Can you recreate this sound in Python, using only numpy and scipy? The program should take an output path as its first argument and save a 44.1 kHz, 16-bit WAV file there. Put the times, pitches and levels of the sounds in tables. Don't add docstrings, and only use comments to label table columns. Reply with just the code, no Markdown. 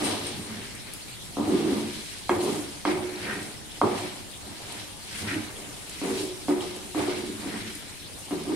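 import sys
import numpy as np
from scipy import signal
from scipy.fft import rfft, irfft, next_fast_len
from scipy.io import wavfile
from scipy.ndimage import uniform_filter1d

SR = 44100
rng = np.random.default_rng(int(sys.argv[2]) if len(sys.argv) > 2 else 0)


def generate_wav(signal):
    frames = np.transpose(np.atleast_2d(signal))
    scaled = np.clip(frames, -1, 1) * 32767
    pcm = np.round(scaled).astype(np.int16)
    wavfile.write(sys.argv[1], SR, pcm)


N = 377182

# frequency_hz, density_db
BURNER_SPECTRUM = [(12, -38), (20, -5), (42, 2.5), (104, 8), (291, 0), (508, -4.5), (887, -6),
                   (1420, -10.5), (2290, -8.5), (3990, -7), (6240, -13), (8720, -12.5), (11500, -19.5),
                   (14400, -24.5), (15700, -33)]
FRY_SPECTRUM = [(3530, -14.5), (6000, -3.5), (6610, -1.5), (7910, 1.5), (8370, -2), (8790, -2), (9640, -2),
                (12100, -9), (15700, -25)]
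# start_s, rise_s, hold_s, fall_s, base_db, stand_db, bowl_db, rim_db, wall_db, stove_db
PUSHES = [(0.023, 0.7, 0.057, 0.41, -32.5, -39, -40, -36.5, -33.5, -45.5),
          (0.392, 0.27, 0, 0.036, -50, -37.5, -56, -47, -56, -45),
          (0.509, 0.11, 0.029, 0.29, -46, -40.5, -60, -49, -49, -46),
          (1.384, 0.041, 0, 0.24, -29, -32, -53, -35, -32, -41),
          (1.474, 0.033, 0.059, 0.33, -27, -30, -29.5, -29.5, -36.5, -51),
          (1.664, 0.2, 0.056, 0.055, -26, -34, -30.5, -37, -42, -66.0),
          (1.73, 0.096, 0.04, 0.23, -30.5, -33, -37, -39, -37.5, -42),
          (2.305, 0.015, 0.0026, 0.21, -34, -35.5, -24.5, -33, -29, -40.5),
          (2.441, 0.079, 0.069, 0.11, -28.5, -35, -39, -33.5, -36, -63),
          (2.564, 0.25, 0, 0.25, -38, -43, -46, -41, -42, -54.5),
          (2.862, 0.023, 0, 0.25, -28.5, -36.5, -30, -36, -29.5, -58),
          (2.96, 0.067, 0, 0.23, -66.0, -44.5, -28.5, -40, -41, -44),
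          (3.284, 0.25, 0.026, 0.33, -39.5, -38.5, -54, -42.5, -40, -44),
          (3.831, 0.04, 0, 0.15, -27.5, -31, -25.5, -23, -23.5, -39),
          (3.93, 0.097, 0, 0.33, -38, -40, -39.5, -50, -35.5, -48),
          (4.471, 0.081, 0, 0.14, -41, -47, -50, -52, -48, -52),
          (4.602, 0.015, 0, 0.073, -53, -52, -52, -54, -45, -42),
          (4.71, 0.3, 0.016, 0.35, -52, -51, -68, -54, -46, -54),
          (5.22, 0.1, 0.037, 0.26, -42, -40.5, -46, -46.5, -45.5, -41),
          (5.335, 0.073, 0.041, 0.099, -31, -39, -53, -50, -45.5, -45),
          (5.56, 0.86, 0, 0.97, -50, -53, -67, -52, -49.5, -69),
          (6.038, 0.056, 0.064, 0.2, -30.5, -39.5, -35.5, -33, -38, -60),
          (6.176, 0.03, 0, 0.32, -38, -46, -31, -49, -44.5, -54),
          (6.497, 0.031, 0.013, 0.061, -24, -32, -23, -32, -31, -61),
          (6.58, 0.13, 0.069, 0.06, -38, -48, -33.5, -43, -40.5, -54),
          (6.754, 0.35, 0.0034, 0.34, -48, -48, -45, -49, -46.5, -71),
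          (6.969, 0.039, 0.034, 0.19, -28.5, -37.5, -29, -38, -33, -40),
          (7.071, 0.01, 0.001, 0.24, -36, -42, -38, -35, -35, -62),
          (7.22, 0.13, 0.12, 0.04, -39, -42.5, -42, -46.5, -54, -52.5),
          (7.433, 0.097, 0, 0.44, -38, -39.5, -50, -44, -44, -48),
          (7.55, 0.12, 0, 0.1, -50, -56, -48, -52, -43, -60),
          (7.638, 0.15, 0.037, 0.11, -50, -43.5, -49, -58, -66.0, -50),
          (8.32, 0.045, 0, 0.2, -32, -32, -30.5, -37, -37.5, -64),
          (8.524, 0.1, 0.0012, 0.04, -24.5, -36, -39, -32.5, -36, -44.5)]
RESTING_LEVELS = [-65, -73, -66, -68, -61, -69]
# frequency_hz, width_hz, gain_db
BASE_MODES = [(288.4, 27, 3.5), (320, 24, -2.5)]
BOWL_MODES = [(351.6, 9.4, -1.5), (374.5, 5.8, -4.5)]
RIM_MODES = [(399.3, 21.3, -4), (436.7, 27, -8.5), (472, 21, -11)]
WALL_MODES = [(560, 460, 1.5), (606, 35, -2), (711.5, 21, -11), (835, 41, -4), (935, 66, -7.5),
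              (1031, 41, -4.5), (1204, 110, -3.5)]
STAND_MODES = [(155.7, 12, -6.5), (178.5, 26.5, -4.5), (220.2, 15.5, 3)]
STOVE_MODES = [(102.6, 12.4, 0)]
BLADE_MODES = [(1630, 53, 5.5), (1900, 46, -1), (2140, 64, 3.5), (2620, 71, -4), (3190, 37, -4),
               (3300, 33, 1), (4240, 220, -10)]
# time_s, pitch_hz
BOWL_NOTE = [(0, 354), (1.7, 354.3), (2.4, 357), (3.0, 360.8), (3.9, 362), (5.5, 359), (6.15, 378),
             (6.3, 370), (6.55, 361), (7.1, 359.4), (8.55, 362.6)]
# start_s, rise_s, hold_s, fall_s, coarse_db, fine_db, sizzle_db
SWEEPS = [(0.053, 0.17, 0.028, 0.23, -39, -32.5, -40), (0.261, 0.47, 0.021, 0.37, -45.5, -39.5, -47),
          (0.514, 0.215, 0.009, 1.0, -46, -47, -57), (1.518, 0.24, 0.27, 0.315, -45.5, -43, -49),
          (1.956, 1, 0.0035, 1.2, -50, -42.5, -47.5), (2.311, 0.068, 0.012, 0.12, -37, -59, -47),
          (2.411, 0.091, 0.13, 0.39, -47, -41.5, -43), (2.86, 0.018, 0.045, 0.15, -35, -40, -50),
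          (3.282, 0.6, 0.038, 0.18, -41, -44.5, -63), (3.442, 0.65, 0.011, 0.2, -49, -46, -47),
          (3.949, 0.35, 0.082, 0.3, -42.5, -40, -47.5), (4.757, 0.56, 0.03, 0.269, -48.0, -42, -50),
          (5.16, 0.21, 0.054, 0.27, -43, -41, -46), (5.19, 0.048, 0.038, 0.23, -60, -61, -41.5),
          (5.285, 0.067, 0.04, 0.33, -38.5, -42, -45.5), (5.593, 0.27, 0.026, 3.5, -54, -59, -50.5),
          (6.064, 0.24, 0.086, 0.21, -43.5, -49, -58), (6.186, 0.55, 0.013, 0.3, -56, -38, -41.5),
          (6.488, 0.066, 0.02, 0.2, -45, -44.5, -46.5), (6.61, 0.019, 0.017, 0.48, -48, -42, -56),
          (6.999, 0.14, 0.019, 0.25, -38.5, -40, -42.5), (7.081, 0.18, 0.12, 0.14, -44.5, -40.5, -57),
          (7.246, 0.6, 0.019, 0.55, -53, -61, -49), (7.48, 0.31, 0.13, 0.64, -44, -43.5, -49.5),
          (7.8, 0.2, 0.023, 0.26, -81, -66, -65), (8.188, 0.28, 0.016, 0.48, -70, -66, -50.5),
          (8.318, 0.03, 0.498, 0.485, -50, -49, -54.5)]
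SETTLING_LEVELS = [-92, -56, -51.5]
# frequency_hz, width_hz, gain_db
COARSE_MODES = [(1475, 560, 14), (2080, 1170, 12), (2327, 73, 12.5), (2270, 390, 13)]
FINE_MODES = [(2870, 1400, 3.7), (3525, 390, 3.3), (3860, 490, 1.4), (4890, 1060, 3.7), (5530, 890, 1.1)]
# start_s, level_db, pitch_hz, pan_db (twice the left-right difference), relative_snap_db
SPITS = [(0.042, -21, 8750, 5.0, -20), (0.268, -28, 9050, 15, -20), (0.4294, -37, 8690, -3, -14),
         (0.7505, -31, 8500, 3, -3), (0.9363, -26.5, 10600, 5.0, 3), (1.255, -34, 9990, 5, -17),
         (3.4294, -34, 8610, 3.5, -8), (4.7238, -30, 9390, 4.0, -6), (5.176, -31, 8850, 2, -8),
         (5.8958, -28, 7590, -11.5, -34), (6.4894, -37, 9900, 4.0, -6), (6.7633, -31, 10300, 3, -6),
         (7.265, -32, 8860, -2, -8), (7.7533, -28, 10600, 9, -8), (8.192, -34, 9290, 9, -8),
         (8.438, -34, 9570, 4.5, -8)]
# start_s, rise_s, hold_s, fall_s, level_db
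STEAM_PUFFS = [(0.046, 0.014, .01, 0.16, -36.5), (0.268, .012, .004, 0.091, -42),
               (0.422, 0.032, 0.0038, 0.085, -46.5)]
# start_s, level_db, pitch_hz
JOLTS = [(0.386, -42, 250), (1.551, -16, 330), (1.68, -22, 345), (1.724, -21, 258), (1.875, -29, 297),
         (2.675, -31.5, 330), (4.603, -39, 400), (6.111, -24, 397), (7.087, -20.5, 370), (7.239, -26, 350),
         (7.463, -28, 293), (8.478, -23, 300)]
# start_s, level_db, pitch_hz, relative_tick_db, relative_thud_db
KNOCKS = [(1.368, -24.5, 940, -15, 9), (2.293, -9, 935, -3.5, -4.5), (2.851, -13.5, 1010, -0.5, -1),
          (3.814, -6, 960, -13.5, -8), (6.014, -30, 965, -20, 11.5), (6.482, -21.5, 814, -25, 9.5),
          (6.946, -25.5, 915, -15, 7), (8.307, -32, 940, -3, 13)]
# start_s, level_db, pitch_hz
CRACKS = [(2.408, -28, 4090), (3.159, -29, 4200), (3.7182, -32, 3570), (3.9863, -34, 2670),
          (4.7995, -31, 4000), (5.342, -29, 2800), (5.566, -35, 3200), (6.6074, -29, 3100),
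          (7.65, -33, 1900)]
# start_s, rise_s, hold_s, fall_s, low_db, high_db
SLIDES = [(3.246, .05, .015, .1, -45, -41), (3.27, .02, 0.051, 0.18, -34, -40.5),
          (5.284, .025, 0.034, 0.092, -33, -37), (7.52, 0.074, .04, 0.11, -44.5, -54)]
# frequency_hz, width_hz, gain_db
LOW_POCKETS = [(1580, 330, -1), (1850, 280, -1)]
HIGH_POCKETS = [(2250, 550, 0)]
# frequency_hz, t60_s
KITCHEN_DECAY = [(100, 0.25), (350, 0.49), (1000, 0.32), (3000, 0.34), (9000, 0.28)]
# frequency_hz, coherence
COHERENCE = [(40, 0.044), (120, 0.039), (300, 0.13), (700, 0.13), (2000, 0.14), (8000, 0.011)]
# frequency_hz, gain_db
PORT_CURVE = [(60, 2), (300, -2.5), (900, -1.5), (2500, 1), (4000, 2.5), (6000, -1.5), (7400, -12),
              (8100, 2.5), (8650, 15), (9400, 11), (10800, 12), (13000, -1.5), (15000, 7)]


def gain_of(db):
    return 10 ** (np.asarray(db) / 20)


def unit_rms(x):
    return x / np.sqrt(np.mean(x ** 2) + 1e-20)


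def curve_at(points, hz):
    frequencies, values = np.transpose(points)
    return np.interp(np.log(hz + 1), np.log(frequencies + 1), values)


def coloured(x, points, share=1):
    size = next_fast_len(N)
    response = gain_of(share * curve_at(points, np.fft.rfftfreq(size, 1 / SR)))
    return irfft(rfft(x, size) * response, size)[..., :N]


def burst(s, db, hz, cycles):
    out, t = np.zeros(N), np.arange(-300, 300) / SR
    part = out[round(s * SR) - 300:][:600]
    part += (gain_of(db) * np.exp(-(t * hz / cycles) ** 2) * np.cos(2 * np.pi * hz * t))[:len(part)]
    return out


def ring(x, modes):
    out, x = np.zeros(x.shape), x + 1e-15 * np.cos(np.arange(N))
    for k, (hz, width, db) in enumerate(modes):
        resonator = signal.iirpeak(hz, hz / width, SR)
        out += (-1) ** k * gain_of(db) * signal.lfilter(*resonator, x) / np.sqrt(width)
    return out


def driven(force, db, modes, soft_hz):
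    contact = signal.butter(2, [0.61 * modes[0][0], soft_hz], "bandpass", fs=SR, output="sos")
    force = signal.sosfilt(contact, force)
    return ring(force * gain_of(db), modes) / ring(force[0], modes).std()


def impulses(per_s, spread_db):
    out, at = np.zeros(N), np.flatnonzero(rng.random(N) < per_s / SR)
    size, side = rng.random((N // 4, 2)).T
    level_db = spread_db * np.minimum(-np.log(size + 1e-9), 4)
    out[at] = (gain_of(level_db) * np.sign(side - .5))[:len(at)]
    return unit_rms(out)


def impulse_pair(per_s, spread_db, shared):
    common = impulses(per_s, spread_db)
    own = np.array([impulses(per_s, spread_db) for port in range(2)])
    return np.sqrt(shared) * np.array([np.roll(common, 2), common]) + np.sqrt(1 - shared) * own


def gesture_levels(rows, rest_db):
    rows, t = np.array(rows), np.arange(0, N / SR + .002, .002)
    start, rise, hold, fall = rows[:, :4].T[:, :, None]
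    before = np.maximum(start - t, 0) / (rise + 1e-3)
    after = np.maximum(t - start - hold, 0) / (fall + 1e-3)
    power = gain_of(rows[:, 4:].T) ** 2 @ gain_of(-20 * (before + after)) ** 2
    power += gain_of(rest_db)[:, None] ** 2
    return [np.interp(np.arange(N) / SR, t, 10 * np.log10(layer)) for layer in power]


def touching():
    gain, before = np.ones(N), np.arange(SR // 10, 0, -1) / SR
    for s, *_ in KNOCKS:
        gain[round(s * SR) - len(before):round(s * SR)] = 1 - np.exp(-(before / 0.033) ** 4)
    return gain


def flutter(depth_db, memory_s):
    step_s = .01
    steps = rng.standard_normal(round(N / SR / step_s) + 2)
    wobble = unit_rms(signal.lfilter([1], [1, -np.exp(-step_s / memory_s)], steps))
    return gain_of(depth_db * np.interp(np.arange(N) / SR / step_s, np.arange(len(steps)), wobble))


def burner(level_db=-43):
    frames, hz = N // 256 + 5, np.fft.rfftfreq(1024, 1 / SR)
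    left_re, left_im, own_re, own_im, patches = rng.standard_normal((frames, 513, 5)).T
    patches = unit_rms(uniform_filter1d(uniform_filter1d(patches, size=18, axis=0), size=6, axis=1))
    left, own = left_re + 1j * left_im, own_re + 1j * own_im
    coherence = curve_at(COHERENCE, hz)[:, None]
    spectra = np.array([left, coherence * left + np.sqrt(1 - coherence ** 2) * own])
    depth_db = 3.74 * hz / (hz + 300)
    spectra *= gain_of(curve_at(BURNER_SPECTRUM, hz)[:, None] + patches * depth_db[:, None])
    return gain_of(level_db) * unit_rms(signal.istft(spectra, nperseg=1024, noverlap=768)[1][:, :N])


def blade_drag():
    base_db, stand_db, bowl_db, rim_db, wall_db, stove_db = gesture_levels(PUSHES, RESTING_LEVELS)
    judder = touching() * impulse_pair(per_s=600, spread_db=0.5, shared=0.97)
    chatter = touching() * impulse_pair(per_s=900, spread_db=1.5, shared=0.34)
    stand = driven(judder, stand_db, STAND_MODES, soft_hz=246)
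    stove = driven(judder, stove_db, STOVE_MODES, soft_hz=154)
    base = driven(judder, base_db, BASE_MODES, soft_hz=390)
    rim = driven(judder, rim_db, RIM_MODES, soft_hz=560)
    wall = driven(chatter, wall_db, WALL_MODES, soft_hz=1080)
    return stand - stove + base - bowl_hum(judder, bowl_db) + rim + wall


def bowl_hum(force, db, width_hz=7.8):
    pitch_hz = np.interp(np.arange(N) / SR, *np.transpose(BOWL_NOTE))
    carrier = np.exp(2j * np.pi * np.cumsum(pitch_hz) / SR)
    pole = np.exp(-np.pi * width_hz / SR)
    note = (carrier * signal.lfilter([1], [1, -pole], force * gain_of(db) / carrier)).real
    return note * np.sqrt(2 * (1 - pole ** 2)) / force.std()


def grit_rasp():
    coarse_db, fine_db, _ = gesture_levels(SWEEPS, SETTLING_LEVELS)
    fine = flutter(1.6, memory_s=0.01) * impulse_pair(per_s=6000, spread_db=1.5, shared=0.042)
    coarse = touching() * impulse_pair(per_s=1200, spread_db=4, shared=0.12)
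    return (driven(coarse, coarse_db, COARSE_MODES, soft_hz=3230)
            + driven(fine, fine_db, FINE_MODES, soft_hz=12000))


def sizzle():
    *_, sizzle_db = gesture_levels(SWEEPS, SETTLING_LEVELS)
    clumps = flutter(1.2, memory_s=0.024) * flutter(0.51, memory_s=0.043)
    small = clumps * impulse_pair(per_s=4000, spread_db=0.5, shared=0.024)
    large = gain_of(-17) * impulse_pair(per_s=160, spread_db=6, shared=0.46)
    return gain_of(sizzle_db) * unit_rms(coloured(small + large, FRY_SPECTRUM))


def oil_spits(fizz_db=-23.5, fizz_fall_db_per_s=700):
    out, t = np.zeros((2, N)), np.arange(-400, 4000) / SR
    puff = gain_of(-19) * np.exp(-((t - .001) / 0.0032) ** 2)
    fizz = gain_of(fizz_db - fizz_fall_db_per_s * t) * (t > 0)
    spray = unit_rms(coloured(rng.standard_normal(N), FRY_SPECTRUM))
    for s, db, hz, pan_db, snap_db in SPITS:
        pop = burst(s + .001, db - 4.5, hz, cycles=3.7)
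        at = round(s * SR) - 400
        pop[at:at + len(t)] += gain_of(db) * (puff + fizz) * spray[at:at + len(t)]
        pop += burst(s + 0.0011, db + snap_db, 11000, cycles=0.46)
        pop -= burst(s + 0.00093, db + snap_db - 16, 4200, cycles=1)
        out += pop * gain_of([[pan_db / 4], [-pan_db / 4]])
    return out


def steam_jet(pitch_hz=8690, width_hz=220):
    whistle = ring(impulse_pair(per_s=1000, spread_db=2, shared=.05), [(pitch_hz, width_hz, 0)])
    return gain_of(gesture_levels(STEAM_PUFFS, [-90])[0]) * unit_rms(whistle)


def blade_impacts():
    jolts = sum(burst(s, db, hz, cycles=1.08) for s, db, hz in JOLTS)
    tap, tick, thud = np.zeros((3, N))
    for s, db, hz, tick_db, thud_db in KNOCKS:
        tap += burst(s + 0.00203, db, hz, cycles=0.65)
        tick += burst(s + 0.001086, db + tick_db, 2850, cycles=0.16)
        thud += burst(s + 0.0032, db + thud_db, 330, cycles=0.27)
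    pot = gain_of(23) * ring(thud + gain_of(-12) * jolts, BASE_MODES + BOWL_MODES + RIM_MODES)
    wall = gain_of(17) * ring(tap, WALL_MODES)
    blade = gain_of(31) * ring(tick, BLADE_MODES)
    return tap + jolts + gain_of(-5) * tick + pot + wall + blade


def spice_cracks():
    return sum(burst(s + 0.00113, db, hz, cycles=2.4) + burst(s + 0.0039, db - 7, 1.11 * hz, cycles=2.5)
               for s, db, hz in CRACKS)


def wet_slides():
    squelch, out = impulse_pair(per_s=900, spread_db=3.5, shared=0.38), 0
    for db, modes in zip(gesture_levels(SLIDES, [-90, -90]), (LOW_POCKETS, HIGH_POCKETS)):
        pockets = sum(ring(ring(squelch, [mode]), [mode]) for mode in modes)
        out += gain_of(db) * unit_rms(pockets)
    return out


def kitchen_echo(x):
    taps = np.zeros((2, SR))
    at = np.arange(160, SR - 20, 20) + rng.integers(0, 20, (2, (SR - 161) // 20))
    np.put_along_axis(taps, at, rng.choice([-1., 1.], at.shape), 1)
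    spectra = rfft(taps)
    coherence = curve_at(COHERENCE, np.fft.rfftfreq(SR, 1 / SR))
    spectra[1] = coherence * spectra[0] + np.sqrt(1 - coherence ** 2) * spectra[1]
    hz, t, bands = signal.stft(irfft(spectra), SR, nperseg=256)
    decay = gain_of(-60 * t / curve_at(KITCHEN_DECAY, hz)[:, None])
    tail = signal.istft(bands * decay, SR, nperseg=256)[1]
    tail /= np.linalg.norm(tail, axis=1, keepdims=True)
    return signal.fftconvolve(x[None], tail, axes=1)[:, :N]


def scene():
    stirring = blade_drag() + grit_rasp() + wet_slides() + sizzle() + steam_jet()
    hits = blade_impacts() + spice_cracks()
    spits = oil_spits()
    into_room = gain_of(-5.5) * hits + gain_of(-2) * spits.mean(0) + gain_of(-11.5) * stirring.mean(0)
    direct_hits = np.array([np.roll(hits, 2), hits])
    return direct_hits + stirring + spits + kitchen_echo(into_room) + burner()


def record(dry):
    left = coloured(dry[0], PORT_CURVE, share=0.51)
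    right = coloured(dry[1], PORT_CURVE, share=-0.16)
    low_pass = signal.firwin(1023, cutoff=15780, window=("kaiser", 10), fs=SR)
    return signal.oaconvolve(np.array([left, right]), low_pass[None], "same")


dry = scene()
out = record(dry)
generate_wav(out)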